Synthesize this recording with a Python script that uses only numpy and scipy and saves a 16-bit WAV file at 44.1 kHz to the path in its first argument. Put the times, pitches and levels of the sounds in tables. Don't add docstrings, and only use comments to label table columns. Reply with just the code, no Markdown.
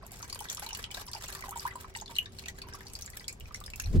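import sys
import numpy as np
from scipy import signal
from scipy.fft import rfft, irfft, next_fast_len
from scipy.io import wavfile
from scipy.ndimage import uniform_filter1d

SR = 44100
rng = np.random.default_rng(int(sys.argv[2]) if len(sys.argv) > 2 else 0)


def output_pcm(signal):
    pcm = np.clip(np.atleast_2d(signal).T, -1, 1) * 32767
    wavfile.write(sys.argv[1], SR, np.round(pcm).astype(np.int16))


N = 176400
TIME = np.arange(N) / SR


def from_db(db):
    return 10 ** (np.asarray(db) / 20)


def unit_rms(x):
    return x / np.sqrt(np.mean(x ** 2) + 1e-20)


def shaped(x, curve):
    hz, db = np.transpose(curve)
    size = next_fast_len(N + SR // 10)
    bin_hz = np.maximum(np.arange(size // 2 + 1) * SR / size, 1)
    gain = from_db(np.interp(np.log(bin_hz), np.log(hz), db))
    return irfft(rfft(x, size) * gain, size)[..., :N]


def stereo_noise(spectrum, side_db):
    mid, side = shaped(rng.standard_normal((2, N)), spectrum)
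    return unit_rms(mid + from_db(side_db) * side * np.array([[1], [-1]]))


def echoes(x, db, decay_s, delay_s, size=16384):
    t, length = np.arange(size) / SR, next_fast_len(len(x) + size)
    tail = rng.standard_normal((2, size)) * np.exp(-t / decay_s) * (t > delay_s)
    tail *= from_db(db) / np.sqrt(np.sum(tail ** 2, axis=1, keepdims=True))
    return irfft(rfft(x, length) * rfft(tail, length), length)


def place(out, start_s, wave):
    pair = echoes(wave, db=-3, decay_s=0.0055, delay_s=0.0008, size=1024)
    pair[0] *= from_db(-1.5)
    pair[0, :len(wave)] += wave
    start = max(int(start_s * SR), 0)
    span = out[:, start:start + pair.shape[1]]
    span += pair[:, :span.shape[1]]


def burst(band_hz, decay_s, size=1024):
    n = np.arange(size)
    band = signal.butter(2, np.clip(band_hz, 20, 0.45 * SR), "band", fs=SR)
    envelope = np.sqrt(n) * np.exp(-n / SR / decay_s)
    wave = signal.lfilter(*band, rng.standard_normal(size) * envelope)
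    return wave * np.sqrt(0.003 * SR / np.sum(wave ** 2))


def ring_t60_s(hz):
    return 0.027 * (hz / 1000) ** -0.8


def bubble(hz, db, t60_s, rise_oct_per_s=0.88, shake_rad=0, size=1024):
    attack_cycles, max_rise_oct = 1.99, 1.2
    t = np.arange(size) / SR
    rise_oct = rise_oct_per_s * t
    cycles = np.cumsum(hz * 2 ** np.minimum(rise_oct, max_rise_oct)) / SR
    shake = shake_rad * np.interp(cycles / 2, np.arange(128), rng.standard_normal(128))
    swell = 1 - np.exp(-(cycles / attack_cycles) ** 2)
    surfacing_fade = 1 / (1 + rise_oct ** 12)
    envelope = from_db(db - 60 * t / t60_s) * swell * surfacing_fade
    return envelope * np.sin(2 * np.pi * cycles + shake)


def splash(db, slap_db, decay_s=0.00032):
    crack = from_db(-7) * burst(band_hz=(6430, 16200), decay_s=decay_s)
    slap = from_db(slap_db - 10.5) * burst(band_hz=(1870, 5760), decay_s=decay_s)
    return from_db(db) * (crack + slap)


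# start_s, relative_db, slap_trim_db
IMPACTS = [(0.0654, -43, -19), (0.1185, -39.5, -30), (0.1927, -46, -20), (0.2206, -48, -3),
           (0.279, -49, -23), (0.2985, -44, 9.5), (0.3271, -44, 5), (0.347, -37, -6), (0.3906, -40, -18),
           (0.405, -34.5, -10), (0.5003, -35, -1), (0.5274, -36, -24), (0.5477, -37, -22),
           (0.5713, -42.5, 10), (0.5959, -43, 5), (0.6638, -42.5, 6.5), (0.6894, -40, -1), (0.7492, -39, 6),
           (0.773, -38, -13), (0.8405, -52, 13), (0.9125, -37.5, -25), (0.9463, -39, 4.5),
           (1.0666, -43.5, -12), (1.115, -41, -4), (1.133, -45, -3), (1.2373, -46, -7), (1.259, -46, 1),
           (1.3023, -41, -7), (1.3374, -43, -4), (1.3504, -38, 3), (1.408, -42, 2), (1.4818, -46, -25),
           (1.492, -38, -24), (1.509, -36, -20), (1.558, -45, -17), (1.5867, -42, -25), (1.6056, -42, 2.5),
           (1.6293, -45, 4), (1.6506, -56, 12), (1.6663, -40, -15), (1.677, -38.5, -4), (1.7573, -41, -13),
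           (1.8103, -40.5, -5), (1.9635, -46, -2), (1.972, -40, 1), (2.0, -49, 11), (2.1548, -52, 7),
           (2.1635, -50, -3), (2.1844, -32.5, -0.5), (2.394, -47.5, 10), (2.4575, -63, 19),
           (2.4841, -42.5, 11), (2.935, -39.5, -7.5), (3.0109, -43, 1), (3.0216, -50, 1), (3.0609, -59, 1),
           (3.1017, -42, -17), (3.171, -35, -4), (3.2809, -33.5, 6), (3.3271, -42, -25), (3.3995, -44, -10),
           (3.5593, -50.5, 11.5), (3.603, -43.5, -4), (3.639, -47, -2), (3.6626, -44, -5),
           (3.702, -43.5, 3.5), (3.7589, -36.5, -19), (3.7993, -34.5, 0.5), (3.8208, -40, -3)]
# start_s, pitch_hz, relative_db
TRAPPED_BUBBLES = [(0.0284, 1073, -43.5), (0.0334, 694, -43), (0.1193, 730, -47), (0.2076, 1335, -41.5),
                   (0.2275, 4590.0, -47), (0.2273, 6230, -37.5), (0.2287, 1020, -37), (0.23, 2360, -46),
                   (0.301, 4460, -40), (0.326, 1100, -41.5), (0.3276, 4750, -31.5), (0.3612, 3060, -49),
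                   (0.392, 3130, -39), (0.4082, 846, -35), (0.4536, 1730, -38), (0.4862, 3580, -37),
                   (0.497, 1790, -43), (0.496, 3530, -36), (0.4996, 6100, -32), (0.516, 7000, -37),
                   (0.5477, 7100, -37), (0.5709, 3150.0, -39), (0.5779, 1230, -37), (0.5959, 10950, -34),
                   (0.6212, 1520, -41.5), (0.624, 860, -38.5), (0.664, 4070, -37), (0.6648, 870, -39.5),
                   (0.6907, 3000, -37), (0.7077, 2870, -36.5), (0.726, 867, -39.5), (0.7301, 5760, -34.5),
                   (0.75, 2920, -34.5), (0.7512, 4530, -40), (0.789, 1760, -40.5), (0.8408, 3120, -28.5),
                   (0.9055, 2360, -42), (0.915, 3000, -36.5), (0.945, 4000, -36), (0.9735, 1660, -38.5),
                   (0.9742, 710, -41), (1.0828, 5020, -39.5), (1.0842, 980, -44), (1.133, 4780, -32.5),
                   (1.1495, 4800, -38.5), (1.1502, 875, -37), (1.1626, 2730, -41), (1.1678, 856, -41),
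                   (1.2097, 1790, -46), (1.2358, 3470, -40), (1.2647, 2720, -43), (1.2826, 7080, -39),
                   (1.3007, 1650, -41.5), (1.3284, 4200, -41), (1.3512, 1154, -40), (1.3504, 1740, -37.5),
                   (1.3725, 1100, -48), (1.3928, 1110, -42.5), (1.4232, 1950, -37.5), (1.438, 1075, -34),
                   (1.4603, 950.0, -42), (1.4831, 798, -38.5), (1.52, 850, -47), (1.5264, 1246, -40.5),
                   (1.5585, 913, -33.5), (1.5745, 890, -38), (1.5743, 7440, -37), (1.596, 4940, -35),
                   (1.708, 2015, -42), (1.7247, 1330, -41.5), (1.7546, 957, -35.5), (1.8442, 1106, -35),
                   (1.9497, 1956, -34), (1.9512, 2760, -37), (1.9567, 4470, -44), (1.9593, 926, -39),
                   (1.9626, 8170, -39.5), (1.9866, 3730, -44.5), (2.012, 6580, -38), (2.0197, 862, -35.5),
                   (2.0596, 4260, -40.5), (2.079, 3540, -41.5), (2.0946, 966, -42.5), (2.1135, 915, -41.5),
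                   (2.154, 4200, -40), (2.1639, 8640, -40.5), (2.164, 4050, -36.5), (2.1644, 2980, -32),
                   (2.261, 1730, -41), (2.258, 3690, -40), (2.387, 4130, -38.5), (2.438, 2560, -42.5),
                   (2.4587, 2640, -35), (2.483, 1930, -35.5), (2.486, 7300, -41.5), (2.584, 1680, -42.5),
                   (2.618, 2460, -42.5), (2.6176, 4470, -35), (2.636, 1064, -46), (2.6683, 963, -48),
                   (2.7265, 1640, -43.5), (2.736, 5550, -41), (2.744, 1100, -41), (2.772, 1290, -49.5),
                   (2.807, 1750, -41), (2.8685, 4630, -39.5), (2.9526, 4750, -34.5), (3.022, 5920, -35),
                   (3.061, 7180, -37.5), (3.077, 1880, -38.5), (3.1335, 1960, -43.5), (3.17, 1720, -44),
                   (3.197, 4830, -42.5), (3.206, 2000, -46.5), (3.2425, 3310, -43), (3.2826, 6830, -38),
                   (3.2831, 2280, -38.5), (3.294, 7940, -42), (3.294, 2360, -40.5), (3.407, 2900, -41.5),
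                   (3.456, 2500, -47.5), (3.5087, 1220, -43.5), (3.5439, 5770, -34), (3.5452, 2070, -36),
                   (3.612, 1217, -40.5), (3.639, 3550, -43), (3.662, 5000, -40), (3.6786, 1780, -40.5),
                   (3.7355, 2600, -34.5), (3.797, 1650, -34), (3.799, 6520, -32.5), (3.8008, 2630, -35),
                   (3.8372, 2580, -40.5), (3.8414, 5750, -43), (3.8585, 4150, -42)]
# start_s, pitch_hz, level_db, t60_s, rise_oct_per_s
GULP_BUBBLES = [(1.512, 858, -42.5, 0.26, 28.6), (1.6521, 976, -15, 0.029, 8.2),
                (1.66, 1114, -37, 0.22, 43), (2.1856, 2890, -11.5, 0.014, 1)]


def drops():
    out = np.zeros((2, N))
    for start_s, db, slap_db in IMPACTS:
        place(out, start_s, splash(db, slap_db))
    for start_s, hz, db in TRAPPED_BUBBLES:
        place(out, start_s, bubble(hz, db + 7, ring_t60_s(hz), shake_rad=0.28, size=2048))
        slap = from_db(db - 14) * burst(band_hz=(hz / 2, hz * 2), decay_s=0.00076)
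        place(out, start_s, slap)
    for start_s, hz, db, t60_s, rise_oct_per_s in GULP_BUBBLES:
        place(out, start_s, bubble(hz, db, t60_s, rise_oct_per_s, size=4096))
    return out


# time_s, gain_db
FLOW_CURVE = [(0, -4.5), (.7, 2.5), (1.05, 4.5), (1.4, 1.5), (1.65, 3.5), (1.9, -11.5), (2.1, 1),
              (2.33, -7), (2.6, -2), (2.75, 0), (2.85, -5), (3.2, 0), (3.37, -18), (3.49, -6), (3.7, -10.5),
              (4, -5.5)]


def droplet_clusters(per_s, spread_db, count=4, mean_gap_s=0.005):
    draws = rng.random((int(per_s * N / SR / count), 2 + 3 * count))
    cluster_s, cluster_size = draws[:, :1] * N / SR, draws[:, 1:2]
    gap_draw, spare_draw, drop_size = np.split(draws[:, 2:], 3, axis=1)
    start_s = cluster_s + mean_gap_s * np.cumsum(-np.log(1 - gap_draw), axis=1)
    scatter_db = spread_db * np.sqrt(6) * (cluster_size + drop_size - 1)
    db = np.interp(start_s, *np.transpose(FLOW_CURVE)) + scatter_db
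    return zip(start_s.ravel(), db.ravel(), spare_draw.ravel())


def trickle():
    out = np.zeros((2, N))
    for start_s, db, weight in droplet_clusters(per_s=130, spread_db=5):
        patter = weight * from_db(db - 54) * burst(band_hz=(413, 1940), decay_s=0.0023)
        place(out, start_s, splash(db - 56, slap_db=4.5) + patter)
    low_hz, high_hz = 1022, 12360
    for start_s, db, pitch_draw in droplet_clusters(per_s=220, spread_db=2):
        hz = low_hz * (high_hz / low_hz) ** pitch_draw
        place(out, start_s, bubble(hz, db - 51.5, ring_t60_s(hz)))
    return out


# time_s, gain_db
CHURN_CURVE = [(0, 2), (.5, -7), (.62, 7.5), (1.1, 0), (1.4, 5), (1.7, 7.5), (1.9, -3.5), (2.5, -8),
               (2.75, 2), (2.95, -4.5), (3.15, -10), (3.4, -8)]


def churn():
    per_s, base_db, spread_db = 260, -47, 4
    low_hz, high_hz, t60_cycles = 753, 3240, 12.3
    out = np.zeros((2, N))
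    for time_draw, pitch_draw, level_a, level_b in rng.random((int(per_s * N / SR), 4)):
        start_s = time_draw * N / SR
        hz = low_hz * (high_hz / low_hz) ** pitch_draw
        scatter_db = spread_db * np.sqrt(6) * (level_a + level_b - 1)
        db = base_db + np.interp(start_s, *np.transpose(CHURN_CURVE)) + scatter_db
        place(out, start_s, bubble(hz, db, t60_cycles / hz))
    return out


# pitch_hz, gain_db, t60_s
AIR_MODES = [(967, -54, 0.1), (1606, -49, 0.089), (1960, -44.5, 0.076), (2296, -47, 0.13),
             (2470, -56, 0.12)]
# freq_hz, gain_db
TAIL_EQ = [(400, -1), (1000, 1.5), (2100, -2), (2900, 0), (12000, -3)]
# freq_hz, gain_db
LIQUID_EQ = [(300, 0.5), (1000, -1), (2000, 0), (3000, 0), (4500, 3.5), (7000, 5.5), (11000, 6),
             (16000, 0.5)]


def vat(liquid, tail_t60_s=0.11):
    tail = echoes(liquid[0], db=-9.5, decay_s=tail_t60_s / np.log(1000), delay_s=0.0055)
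    out = liquid + shaped(tail[:, :N], TAIL_EQ)
    for hz, db, t60_s in AIR_MODES:
        radius = from_db(-60 / (t60_s * SR))
        pole_real = radius * np.cos(2 * np.pi * hz / SR)
        resonator = [1, -pole_real], [1, -2 * pole_real, radius ** 2]
        coupling = np.interp(TIME, np.linspace(0, N / SR, 20), 0.5 + rng.random(20))
        out += from_db(db) * signal.lfilter(*resonator, coupling * liquid)
    return shaped(out, LIQUID_EQ)


# freq_hz, density_db
RUMBLE_SPECTRUM = [(12, -29), (20, -1.5), (54, 1), (114, -3.5), (156, -9.5), (258, -13), (291, -20.5),
                   (386, -15), (528, -19.5), (700, -53), (910, -68), (1540, -120)]


def rumble(cutoff_hz=600):
    lowpass = signal.butter(4, cutoff_hz, fs=SR, output="sos")
    return from_db(-51.5) * signal.sosfilt(lowpass, stereo_noise(RUMBLE_SPECTRUM, side_db=-13))


# time_s, rms_db
HUM_CURVE = [(0, -66.5), (1.27, -78), (1.33, -60), (2.2, -65.5), (2.85, -63), (3, -85), (4, -94)]


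def hum(pitch_hz=386.2):
    rms = from_db(np.interp(TIME, *np.transpose(HUM_CURVE)))
    return rms * np.sqrt(2) * np.sin(2 * np.pi * pitch_hz * TIME)


# freq_hz, density_db
HISS_SPECTRUM = [(400, 5), (700, 9), (1500, -7.5), (3000, -10), (7000, -14.5), (16000, -38)]


def hiss(mid_db=-65.5, side_db=-61):
    noise = unit_rms(shaped(rng.standard_normal((2, N)), HISS_SPECTRUM))
    return from_db([[mid_db], [side_db]]) * noise


# freq_hz, side_gain_db
SIDE_EQ = [(500, -5), (1500, -0.5), (5000, 2), (7500, -1), (12000, -15)]
# freq_hz, left_lead_rad
PORT_LEAD = [(0, 0), (1200, -.5), (1900, -3.1), (4000, -6.2), (5200, -9.6), (6000, -9.5), (16000, 7.5)]
# freq_hz, left_minus_right_db
PORT_BALANCE = [(1000, -1.5), (3000, 0), (4000, 1.5), (5300, 3), (6800, 0), (16000, -0.5)]


def microphones(mid, side):
    side, size = shaped(side, SIDE_EQ), 2 * N
    lag_rad = np.interp(np.arange(N + 1) * SR / size, *np.transpose(PORT_LEAD))
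    lagged = irfft(rfft(mid - side, size) * np.exp(-1j * lag_rad), size)[:N]
    left = shaped(mid + side, [(hz, db / 2) for hz, db in PORT_BALANCE])
    right = shaped(lagged, [(hz, -db / 2) for hz, db in PORT_BALANCE])
    return np.array([left, right])


# time_s, thud_db, flutter_db
GUSTS = [(0, -77, -95), (2.8, -56, -58), (3.39, -64, -94), (3.431, -40.5, -81), (3.52, -60.5, -82),
         (3.66, -49, -75), (3.81, -50, -88), (3.865, -31, -65), (3.934, -28.5, -35), (3.964, -21.5, -22),
         (4, -16, -40)]
# freq_hz, density_db
THUD_SPECTRUM = [(20, -6.5), (45, 1), (85, 1), (130, -12), (250, -41), (600, -80)]
# freq_hz, density_db
FLUTTER_SPECTRUM = [(70, -69), (155, 1.5), (280, -8), (420, -15.5), (700, -37), (1500, -45.5), (5000, -48),
                    (16000, -63)]


def buffeting():
    time_s, thud_db, flutter_db = np.transpose(GUSTS)
    out = np.zeros((2, N))
    for spectrum, db in ((THUD_SPECTRUM, thud_db), (FLUTTER_SPECTRUM, flutter_db)):
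        air = stereo_noise(spectrum, side_db=-11)
        running_rms = np.sqrt(uniform_filter1d(np.mean(air ** 2, axis=0), size=2000))
        out += from_db(np.interp(TIME, time_s, db)) * air / running_rms
    return out


def scene():
    low_end = rumble() + hum() + buffeting()
    mid, side = hiss() + vat(drops() + trickle() + churn())
    return low_end + microphones(mid, side)


def record(dry):
    cutoff_hz = 15900
    return signal.sosfilt(signal.ellip(10, 0.3, 70, cutoff_hz, fs=SR, output="sos"), dry)


dry = scene()
out = record(dry)
output_pcm(out)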